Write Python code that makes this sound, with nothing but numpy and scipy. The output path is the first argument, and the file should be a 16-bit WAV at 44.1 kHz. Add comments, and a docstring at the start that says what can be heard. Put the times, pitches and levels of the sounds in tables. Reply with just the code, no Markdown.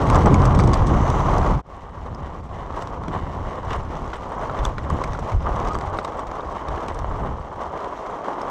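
"""On firm spring snow, a camera rides along with a bike: first fast, then, after a brief dip, slower.
The crust crunches under the tyres, grinds in skids and snaps in plates; ice grains hiss and tinkle.
Loose parts tick over the bumps, the frame clacks and something squeaks once.
Wind eddies buffet the microphone. The camera's case makes everything boxy."""
import sys
import numpy as np
from scipy import signal
from scipy.fft import rfft, irfft, next_fast_len
from scipy.io import wavfile
from scipy.ndimage import uniform_filter1d, map_coordinates

SR = 44100
rng = np.random.default_rng(int(sys.argv[2]) if len(sys.argv) > 2 else 0)


def file_out(sig):
    """Save sig as 16-bit WAV at sys.argv[1]."""
    # one column per channel
    cols = np.atleast_2d(sig).T
    # limit, then scale
    lim = np.clip(cols, -1, 1)
    pcm = np.round(lim * 32767).astype(np.int16)
    wavfile.write(sys.argv[1], SR, pcm)


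N = 374850
TIME = np.arange(N) / SR

# Steady rolling: (time [s], crunch [dB], hiss [dB])
ROLLING_LEVELS = [(0, -24.5, -44.5), (.5, -25.5, -48.5), (1.45, -24.5, -48), (1.57, -30.5, -51.5),
                  (1.7, -43.5, -61.5), (2.1, -38.5, -59.5), (3.35, -38, -58.5), (4.15, -36, -55),
                  (4.45, -31.5, -54.5), (5.7, -30, -52.5), (6.3, -34.5, -57), (6.75, -31.5, -54),
                  (7.35, -34, -58), (7.75, -33, -54.5), (8.5, -32.5, -56)]
# Bumps (+) and hollows (-): (time [s], half length [s], crunch [dB], hiss [dB])
BUMP_LOADS = [(.15, 0.03, 6, 0.5), (.225, .02, -2, 1), (.266, 0.023, 6.5, -1), (2.43, .05, -7.5, -2.5),
              (2.58, .07, 2.5, 1), (2.795, 0.067, 6, 6), (2.97, .04, 0.5, -2), (3.15, 0.035, 10, 4),
              (3.59, 0.13, 4, 2), (3.715, 0.04, 6.5, 5), (3.95, .035, 2.5, 2), (4.15, 0.027, 0, 2),
              (4.33, .04, 4, 1), (4.57, .03, 1.5, 1), (4.65, .025, 1.5, 5), (4.765, 0.07, -12, -5.5),
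              (4.855, .025, 0, -2.5), (4.93, .05, 2, 2.5), (5.15, .09, -6.5, -1.5), (5.38, 0.06, -7.5, -2),
              (5.47, 0.026, 5, -2), (5.6, .03, 2, 2), (5.7, 0.044, -2, 0), (5.93, .03, 5.5, 1.5),
              (6.5, .03, -2.5, -1.5), (6.58, .03, 1.5, 1.5), (7.25, 0.031, 2.5, 0), (7.42, .06, -5, -2.5),
              (7.63, .04, 2, 0), (7.74, 0.035, 4, 0.5), (7.85, 0.049, 2.5, 0), (7.96, .04, -3, 1.5),
              (8.28, .02, 2.5, -1), (8.42, 0.064, 1.5, 0)]
def contact_db():
    """Crunch and hiss levels of the tyres: steady rolling plus the load over each bump."""
    return np.array(curves(ROLLING_LEVELS)) + swells(BUMP_LOADS)


# Breaking crust: (frequency [Hz], gain [dB])
CRUNCH_SPECTRUM = [(40, -33), (160, -9.5), (300, -4.5), (500, 0), (750, 1), (1130, 2), (1300, -6.5),
                   (1600, -15.5), (2050, -22.5), (2550, -35.5), (3100, -27), (4500, -64), (8500, -55),
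                   (11000, -74)]
# Ice grains: (frequency [Hz], gain [dB])
HISS_SPECTRUM = [(800, -5.5), (2000, 11.5), (2600, 4.5), (3100, 5), (4000, 0.5), (4700, -4), (5900, -0.5),
                 (7000, -6), (8400, -12), (9400, -19.5), (10300, -18), (11200, -23), (12400, -19.5),
                 (14200, -34), (15400, -47)]
def tyres(clump_db=0.92, tilt_db=3, mush_db=-5, grit_db=-2, crust_db=2, ice_db=3.5, ripple_db=1.5):
    """The crust breaks in clumps under the tread: dull cracks and a fine hiss of ice grains."""
    crunch_db, hiss_db = contact_db() + ripple_db * wobble(rate_hz=14)  # ripples in the snow
    clumps_db = clump_db * wobble(rate_hz=60)
    pace = amp(.6 * (crunch_db - np.mean(crunch_db)))  # faster riding breaks more crust
    crunch = np.zeros(N)
    for slope_db in (-tilt_db, tilt_db):  # a duller and a brighter layer of cracks
        cracks = grains(per_s=450 * pace, spread_db=2) / np.sqrt(pace)
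        crust = unit(cracks) + amp(mush_db) * rng.standard_normal(N)
        spectrum = [(hz, db + slope_db * np.clip(np.log2(hz / 750), -1, 1))
                    for hz, db in CRUNCH_SPECTRUM]
        crunch += coloured(crust * amp(clumps_db), spectrum)
    ice = rng.standard_normal(N) + amp(grit_db) * crackle(per_s=130 * pace, decay_s=0.0017)
    hiss = unit(coloured(ice * amp(1.54 * clumps_db), HISS_SPECTRUM))
    return amp(crunch_db + crust_db) * levelled(crunch, samples=5000) + amp(hiss_db + ice_db) * hiss


def grains(per_s, spread_db):
    """Tiny fractures of uneven size at random moments; rms 1."""
    fractures = rng.random(N) < per_s / SR
    sign = rng.choice([-1, 1], N)
    size_db = spread_db * np.clip(rng.standard_normal(N), -2, 2)
    return unit(fractures * sign * amp(size_db))


def crackle(per_s, decay_s):
    """Ice grains scatter in tiny sprays that start at once and die away."""
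    t = np.arange(SR // 25) / SR
    power = signal.fftconvolve(grains(per_s, spread_db=-1.5) ** 2, np.exp(-t / decay_s))[:N]
    return unit(np.sqrt(np.abs(power)) * rng.standard_normal(N))


# Tread slips: (time [s], length [s], level [dB])
SKID_EVENTS = [(0.853, 0.32, -40), (1.724, 0.33, -54.5), (2.218, 0.07, -47), (2.52, 0.15, -47.5),
               (2.74, 0.02, -47), (2.807, 0.012, -32.5), (3.115, 0.068, -40), (3.192, 0.13, -46),
               (3.438, 0.18, -46), (3.66, .03, -42), (3.692, 0.056, -35.5), (3.85, 0.14, -51),
               (4.128, 0.04, -41), (4.312, 0.041, -46), (4.56, 0.05, -42), (4.833, 0.015, -37.5),
               (4.897, 0.043, -43), (5.448, .04, -56), (6.557, 0.04, -41), (6.886, 0.035, -39.5),
               (7.03, 0.13, -49), (7.25, 0.029, -41), (7.59, 0.034, -46), (7.72, 0.34, -52)]
# Grinding crust: (frequency [Hz], gain [dB])
SKID_SPECTRUM = [(400, -12), (800, 5), (1150, 6), (1500, 2), (1950, 6.5), (2550, -12), (2950, 0.5),
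                 (3300, -13.5), (3550, -7), (4500, -18), (8000, -22.5), (9500, -38), (13000, -40),
                 (15500, -37)]
def skids(attack_s=0.0057, mush_db=-9):
    """The tread bites into icy crust and eases off: a gritty run of tiny fractures."""
    power = np.zeros(N)
    for time_s, length_s, db in SKID_EVENTS:
        age_s = np.maximum(TIME - time_s, 0)
        bite = 1 - np.exp(-age_s / attack_s)
        release = np.exp(-.5 * (age_s / length_s) ** 2)
        power += (amp(db) * bite * release) ** 2
    grit = grains(per_s=450, spread_db=3) + amp(mush_db) * rng.standard_normal(N)
    return np.sqrt(power) * levelled(coloured(grit, SKID_SPECTRUM), samples=2000)


# Crust plates giving way: (time [s], level [dB])
PLATE_SNAPS = [(0.275, -5), (0.29, -16), (4.989, -14), (5.189, -14), (5.27, -20), (6.396, -15.5),
               (6.525, -17.5), (7.045, -11), (7.107, -20), (7.318, -23), (8.189, -21), (8.284, -11)]
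def plates(gain_db=-2):
    """A larger piece of crust snaps: one impulse, as boxy as the crunch."""
    snap = coloured(signal.unit_impulse(SR // 20), CRUNCH_SPECTRUM)
    snap /= np.abs(snap).max()
    out = np.zeros(N + SR)
    for time_s, db in PLATE_SNAPS:
        out[round(time_s * SR):][:len(snap)] += amp(db + gain_db) * snap
    return out[:N]


# Loud rattles: (time [s], click [dB], knock [dB], length [s], ring [Hz], ring [dB])
LOUD_TAPS = [(.1005, -30, -19.5, 0.0015, 8700, 9), (.1465, -32, -27.5, 0.0026, 2570, 7.5),
             (.157, -31, -33, 0.0038, 7250, 7), (.2595, -33, -26, 0.0032, 7900, 6),
             (.343, -27.5, -25, 0.00078, 6700, 9), (.419, -37, -34, 0.002, 3100, 6),
             (.454, -30, -32, 0.0032, 7700, -12), (.549, -37, -31, 0.0046, 8100, -1),
             (.5905, -30, -26, 0.0021, 7740, 1), (.597, -34, -26, 0.002, 2220, 11),
             (.6025, -36, -28, 0.0052, 4600, 4), (.637, -39, -30, 0.0053, 8270, 4),
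             (.6753, -34.5, -50, 0.003, 2920, 13), (.734, -29.5, -25.5, 0.0036, 4800, 1),
             (.7415, -29, -29, 0.0018, 4800, 5), (.868, -39, -43, 0.0099, 8100, 0),
             (1.102, -30, -25.5, 0.0011, 4540, 4), (1.383, -35, -44, 0.0031, 2500, 5.5),
             (2.1482, -51.5, -46, 0.0012, 5050, 21), (2.8225, -42, -44, 0.0036, 7800, 6),
             (2.873, -45, -35, 0.0021, 3900, -2), (3.037, -53, -39, .0012, 3600, 4),
             (3.082, -45, -33, 0.0027, 3360, 6), (3.707, -47, -34, 0.0044, 2950, 17),
             (3.731, -42, -32.5, 0.0048, 3030, 14), (4.233, -60, -43, 0.0026, 2940, 22),
             (4.5895, -45, -34, 0.0027, 3430, 14), (4.1345, -46, -34, 0.005, 3100, 13),
             (4.157, -53, -36.5, .002, 3300, 10), (4.4965, -51, -34, 0.002, 1690, 2),
             (4.6522, -23, -29, 0.00087, 3430, 10.5), (4.654, -45, -22.5, 0.0012, 8200, 5),
             (4.7826, -47, -31.5, 0.0033, 1950, 3), (4.901, -38.5, -35, 0.0018, 8040, 8),
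             (5.039, -35.5, -36, 0.0028, 2260, 18.5), (5.133, -41.5, -34, 0.0035, 4570, -3),
             (5.1925, -41, -31, 0.0021, 7840, 7), (5.32, -46, -37, 0.0021, 2270, 14),
             (5.563, -42, -36, .0012, 6000, 4), (5.6, -41.5, -35, 0.0021, 1570, 1),
             (5.674, -44, -44, .002, 4900, 15), (5.685, -44, -39, 0.0035, 2300, 8),
             (5.734, -43, -40, 0.0023, 5500, 2), (5.746, -42, -35, 0.0018, 4700, 7),
             (5.753, -41, -40, 0.002, 7800, 8), (5.788, -38, -31, 0.0011, 4660, 1),
             (5.811, -45, -31, 0.0027, 6000, -7), (5.972, -50, -37, .0015, 4800, -1),
             (5.988, -42.5, -29, 0.0037, 3900, 3), (6.0483, -35.5, -30, 0.002, 3770, 3),
             (6.193, -44, -32, 0.0034, 7900, 9), (6.27, -45, -41, .002, 7500, 1),
             (6.315, -47, -36.5, 0.0025, 6850, 5), (6.408, -57, -36.5, 0.00085, 3740, 20),
             (6.685, -42, -31, 0.0028, 3830, 12), (6.778, -53, -37, 0.0022, 2900, 11),
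             (6.8835, -36.5, -31, 0.0026, 2900, 4), (6.9457, -44, -51, 0.0029, 8700, 8),
             (6.9905, -37.5, -34, 0.0016, 7200, -2), (7.845, -47.5, -31, .0015, 3300, 3),
             (8.4156, -43.5, -40, 0.0024, 5130, 17.5)]
# Bright click: (frequency [Hz], gain [dB])
CLICK_SPECTRUM = [(1500, -7), (2800, -10.5), (3600, 4), (4400, -2), (5100, 1.5), (6000, 5.5), (7200, -2.5),
                  (8300, -0.5), (9500, -16.5), (12000, -17), (15500, -39)]
# Hollow knock: (frequency [Hz], gain [dB])
KNOCK_SPECTRUM = [(200, 2.5), (700, 6), (1150, 11), (1500, -5.5), (2100, -5), (2800, -14), (5000, -21.5),
                  (9000, -66)]
def rattles(click_gain_db=-1, knock_gain_db=7.5, bounce_db=-16, ring_width_hz=220):
    """Loose parts graze, tap and bounce: a click, a knock and the part's own short ring."""
    out = np.zeros(N + 2 * SR)
    t = np.arange(-(SR // 20), SR // 20) / SR
    for time_s, click_db, knock_db, length_s, ring_hz, ring_db in [*LOUD_TAPS, *chatter()]:
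        graze = .07 * np.exp(-np.abs(t + rng.uniform(0, .007)) / .005)
        bounce = amp(bounce_db) * blow(t - rng.uniform(0.0055, 0.0118), length_s)
        envelope = graze + blow(t, length_s) + bounce
        hardness = np.clip(0.0018 / length_s, .5, 2)  # shorter contact is brighter
        spectrum = [(hz, db + 4 * (hardness - 1) * np.log2(hz / 5000)) for hz, db in CLICK_SPECTRUM]
        tap = amp(click_db + click_gain_db) * burst(envelope, length_s, spectrum)
        tap += amp(knock_db + knock_gain_db) * burst(envelope, length_s, KNOCK_SPECTRUM)
        resonator = signal.iirpeak(ring_hz, ring_hz / ring_width_hz, SR)
        tap += amp(ring_db) * signal.lfilter(*resonator, tap)
        out[SR + round((time_s + t[0]) * SR):][:len(t)] += tap
    return out[SR:SR + N]


def chatter(per_s=11, spread_db=6, click_db=-1.5, knock_db=9.5, ring_db=-1, low_hz=1790, high_hz=8050):
    """Faint random rattles, as rows like LOUD_TAPS: more and louder where the ride is rough."""
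    _, hiss_db = contact_db()
    summed_roughness = np.cumsum(amp(.5 * hiss_db))
    rows = []
    for when, size, duration, pitch in rng.random((int(per_s * N / SR), 4)):
        onset = np.searchsorted(summed_roughness, when * summed_roughness[-1])
        db = hiss_db[onset] + spread_db * (2 * size - 1)
        length_s = 0.002 * (.5 + duration)
        ring_hz = low_hz * (high_hz / low_hz) ** pitch
        rows.append((onset / SR, db + click_db, db + knock_db, length_s, ring_hz, ring_db))
    return rows


# Hard contacts: (time [s], peak [dB], pitch [Hz], t60 [s])
FRAME_HITS = [(0.3434, -19.5, 2200, 0.016), (.4535, -19, 1210, .018), (0.595, -15, 1165, .014),
              (4.1317, -23.5, 1430, .02), (4.4974, -20.5, 1300, 0.015), (4.6521, -20, 3480, .014),
              (4.7818, -18, 1380, 0.01), (4.903, -15, 1100, .018), (5.039, -22, 1270, 0.01),
              (5.149, -25, 1370, 0.028), (5.752, -13.5, 1113, .015), (5.987, -14, 1310, .01),
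              (6.051, -22.5, 1000, .016)]
# Frame modes: (ratio to pitch [-], level [dB])
FRAME_MODES = [(1, 3), (1.42, -12.5), (2.9, -23)]
def clacks(attack_s=0.00053):
    """Each hard contact rings a few heavily damped modes of the frame."""
    out = np.zeros(N + SR)
    t = np.arange(SR // 20) / SR
    attack = 1 - np.exp(-(t / attack_s) ** 2)
    for time_s, db, hz, t60_s in FRAME_HITS:
        ring = sum(amp(mode_db) * np.sin(2 * np.pi * hz * ratio * t) for ratio, mode_db in FRAME_MODES)
        ring *= attack * amp(-60 * t / t60_s)
        out[round(time_s * SR):][:len(t)] += amp(db) * ring / np.abs(ring).max()
    return out[:N]


# Airflow at the microphone: (time [s], level [dB])
AIRFLOW_LEVELS = [(0, -22.5), (.15, -16), (.58, -16), (1.15, -21.5), (1.57, -21.5), (1.7, -42),
                  (2.15, -33.5), (3.3, -36.5), (3.55, -29), (4.42, -35), (4.65, -30), (5.8, -28.5),
                  (6.05, -38), (6.8, -36.5), (7.22, -28.5), (7.65, -42.5), (8.3, -52), (8.5, -41)]
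# Gusts (+) and lulls (-): (time [s], half length [s], large eddies [dB], small eddies [dB])
GUST_SWELLS = [(.33, 0.063, -3.5, 4), (.64, 0.047, -0.5, 3.5), (.78, 0.041, -1, -8.5), (.94, 0.072, 2, 2.5),
               (1.5, 0.019, 6, 4), (2.17, 0.059, -1, 2.5), (3.15, 0.21, 5, 10.5), (3.56, 0.086, -10, -6.5),
               (3.81, 0.05, 7.5, 1), (4.15, 0.043, -6, -8), (4.29, .05, -2, -5), (4.4, 0.055, 4, 3.5),
               (4.635, 0.049, 11.5, -9), (4.82, 0.051, 6, 0), (4.93, 0.027, 8.5, 10), (5.375, 0.061, 12, 0),
               (5.52, 0.036, 5.5, 1), (6.05, .12, -2, -2.5), (6.29, 0.023, 11.5, -1), (6.48, 0.028, 9.5, 4),
               (6.7, 0.038, 5.5, 4), (6.93, .03, 6, -5), (7.1, 0.044, 5, -3), (7.26, 0.045, 6, 2.5)]
# Large eddies: (frequency [Hz], gain [dB])
BUFFET_SPECTRUM = [(12, -17), (25, -5), (45, -1), (70, -3), (90, -6), (130, -17.5), (300, -61),
                   (1000, -100)]
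# Small eddies: (frequency [Hz], gain [dB])
FLUTTER_SPECTRUM = [(30, -53), (75, 0.5), (110, 0.5), (160, -1.5), (220, -7.5), (290, -10), (400, -14.5),
                    (800, -31), (2000, -62), (5000, -110)]
def wind(large_db=-0.93, small_db=-3.5, breeze_db=-32, flutter_growth=1.196, sway_db=2, lump_db=2):
    """Large eddies thump on the microphone; small ones, strongest at speed, flutter above them."""
    air_db, = curves(AIRFLOW_LEVELS)
    large_gust_db, small_gust_db = swells(GUST_SWELLS)
    buffet_db = air_db + large_db + large_gust_db + sway_db * wobble(rate_hz=11)
    flutter_db = breeze_db + flutter_growth * (air_db - breeze_db) + small_db + small_gust_db
    lumps = amp(lump_db * wobble(rate_hz=36))
    buffet = levelled(coloured(rng.standard_normal(N) * lumps, BUFFET_SPECTRUM), samples=5000)
    flutter = levelled(coloured(rng.standard_normal(N) * lumps, FLUTTER_SPECTRUM), samples=4000)
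    return amp(buffet_db) * buffet + amp(flutter_db) * flutter


def squeak(time_s=5.715, half_s=.016, pitch_hz=1245, glide=0.017, gain_db=-27):
    """Something rubs for a moment at a slightly rising pitch."""
    progress = (TIME - time_s) / half_s
    hz = pitch_hz * (1 + glide * np.tanh(progress))
    phase = 2 * np.pi * np.cumsum(hz) / SR
    return amp(gain_db) * np.exp(-progress ** 2) * unit(np.sin(phase))


# Showers of ice: (time [s], half length [s], boost [dB])
CRUMB_SHOWERS = [(3.83, .06, 3), (4.33, .08, 4), (5.71, .06, 7), (6, .04, 11)]
def crumbs(per_s=75, low_hz=4020, high_hz=8570, t60_s=0.0096, gain_db=-2, spread_db=4):
    """Bits of ice ping, each at its own pitch, louder where the tyres dig in."""
    _, hiss_db = contact_db()
    shower_db, = swells(CRUMB_SHOWERS)
    level_db = hiss_db + shower_db + gain_db
    when, pitch, size = rng.random((int(per_s * N / SR), 3)).T
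    onsets = (when * N).astype(int)
    t = np.arange(SR // 50) / SR
    hz = low_hz * (high_hz / low_hz) ** pitch
    peaks = amp(level_db[onsets] - spread_db * np.log(size + 0.056))
    pings = peaks[:, None] * np.sin(2 * np.pi * hz[:, None] * t) * amp(-60 * t / t60_s)
    positions = onsets[:, None] + np.arange(len(t))
    return np.bincount(positions.ravel(), pings.ravel(), N)[:N]


# Thrown snow: (frequency [Hz], gain [dB])
SPRAY_SPECTRUM = [(4000, -37), (5400, -17), (5950, 10), (6700, 0), (7600, -6), (10000, -39)]
def spray(time_s=1.11, half_s=0.29, gain_db=-52):
    """At speed the tyres throw up fine snow that sizzles in a narrow band."""
    envelope = np.exp(-((TIME - time_s) / half_s) ** 2)
    return amp(gain_db) * envelope * unit(coloured(rng.standard_normal(N), SPRAY_SPECTRUM))


def amp(db):
    """Decibels to gain."""
    return 10 ** (np.asarray(db) / 20)


def unit(x):
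    """x at rms 1."""
    return x / np.sqrt(np.mean(x ** 2) + 1e-20)


def levelled(x, samples):
    """x with its running rms held at 1, leaving the fast texture."""
    return x / np.sqrt(np.abs(uniform_filter1d(x ** 2, size=samples)) + 1e-12)


def curves(rows):
    """One interpolated track per column after the time."""
    times_s, *columns = np.transpose(rows)
    return [np.interp(TIME, times_s, column) for column in columns]


def swells(rows, skew=1.25):
    """Bells in dB that come faster than they go; one track per level column."""
    bell = lambda u: np.exp(-(u * np.where(u < 0, skew, 1 / skew)) ** 2)
    return sum(np.outer(dbs, bell((TIME - time_s) / half_s)) for time_s, half_s, *dbs in rows)


def wobble(rate_hz):
    """Smooth curve through random knots."""
    knots = rng.standard_normal(int(N * rate_hz / SR) + 4)
    steps = np.arange(0, len(knots) - 1, .125)
    return np.interp(TIME * rate_hz, steps, map_coordinates(knots, [steps]))


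def coloured(x, spectrum):
    """x through a minimum-phase filter of (frequency [Hz], gain [dB]) points."""
    size = next_fast_len(len(x) + 2048, real=True)
    hz, db = np.transpose(spectrum)
    gain_db = np.interp(np.log(np.fft.rfftfreq(size, 1 / SR) + 1), np.log(hz), db)
    cepstrum = irfft(gain_db * np.log(10) / 20, size)
    cepstrum[1:size // 2] *= 2
    cepstrum[size // 2 + 1:] = 0
    return irfft(rfft(x, size) * np.exp(rfft(cepstrum)), size)[:len(x)]


def blow(t, length_s, rise_s=.0006):
    """Contact envelope: exponential rise to t = 0, then exponential decay."""
    return np.exp(np.minimum(t / rise_s, -t / (1.05 * length_s)))


def burst(envelope, length_s, spectrum):
    """Coloured noise under an envelope, with the energy of rms 1 held for length_s."""
    sound = coloured(envelope * rng.standard_normal(len(envelope)), spectrum)
    return sound * np.sqrt(length_s * SR) / np.linalg.norm(sound)


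# Dip between the fast and slow stretches: (time [s], level [dB])
LEVEL_DIP = [(1.56, 0), (1.595, -3), (1.613, -10), (1.621, -29), (1.65, -16), (1.7, 0)]
def scene():
    """Snow, bike and wind, all close to one microphone; the level dips briefly."""
    dip_db, = curves(LEVEL_DIP)
    snow = tyres() + skids() + spray() + plates() + crumbs()
    bike = rattles() + clacks() + squeak()
    return ((snow + bike + wind()) * amp(dip_db))[None]


def record(dry, ceiling=.8, top_hz=15400):
    """The camera rounds off the highest peaks and keeps nothing above its band limit."""
    rounded = dry / (1 + np.abs(dry / ceiling) ** 6) ** (1 / 6)
    size = next_fast_len(N + SR // 2)
    passband = np.fft.rfftfreq(size, 1 / SR) < top_hz
    return irfft(rfft(rounded, size) * passband, size)[:, :N]


dry = scene()
out = record(dry)
file_out(out)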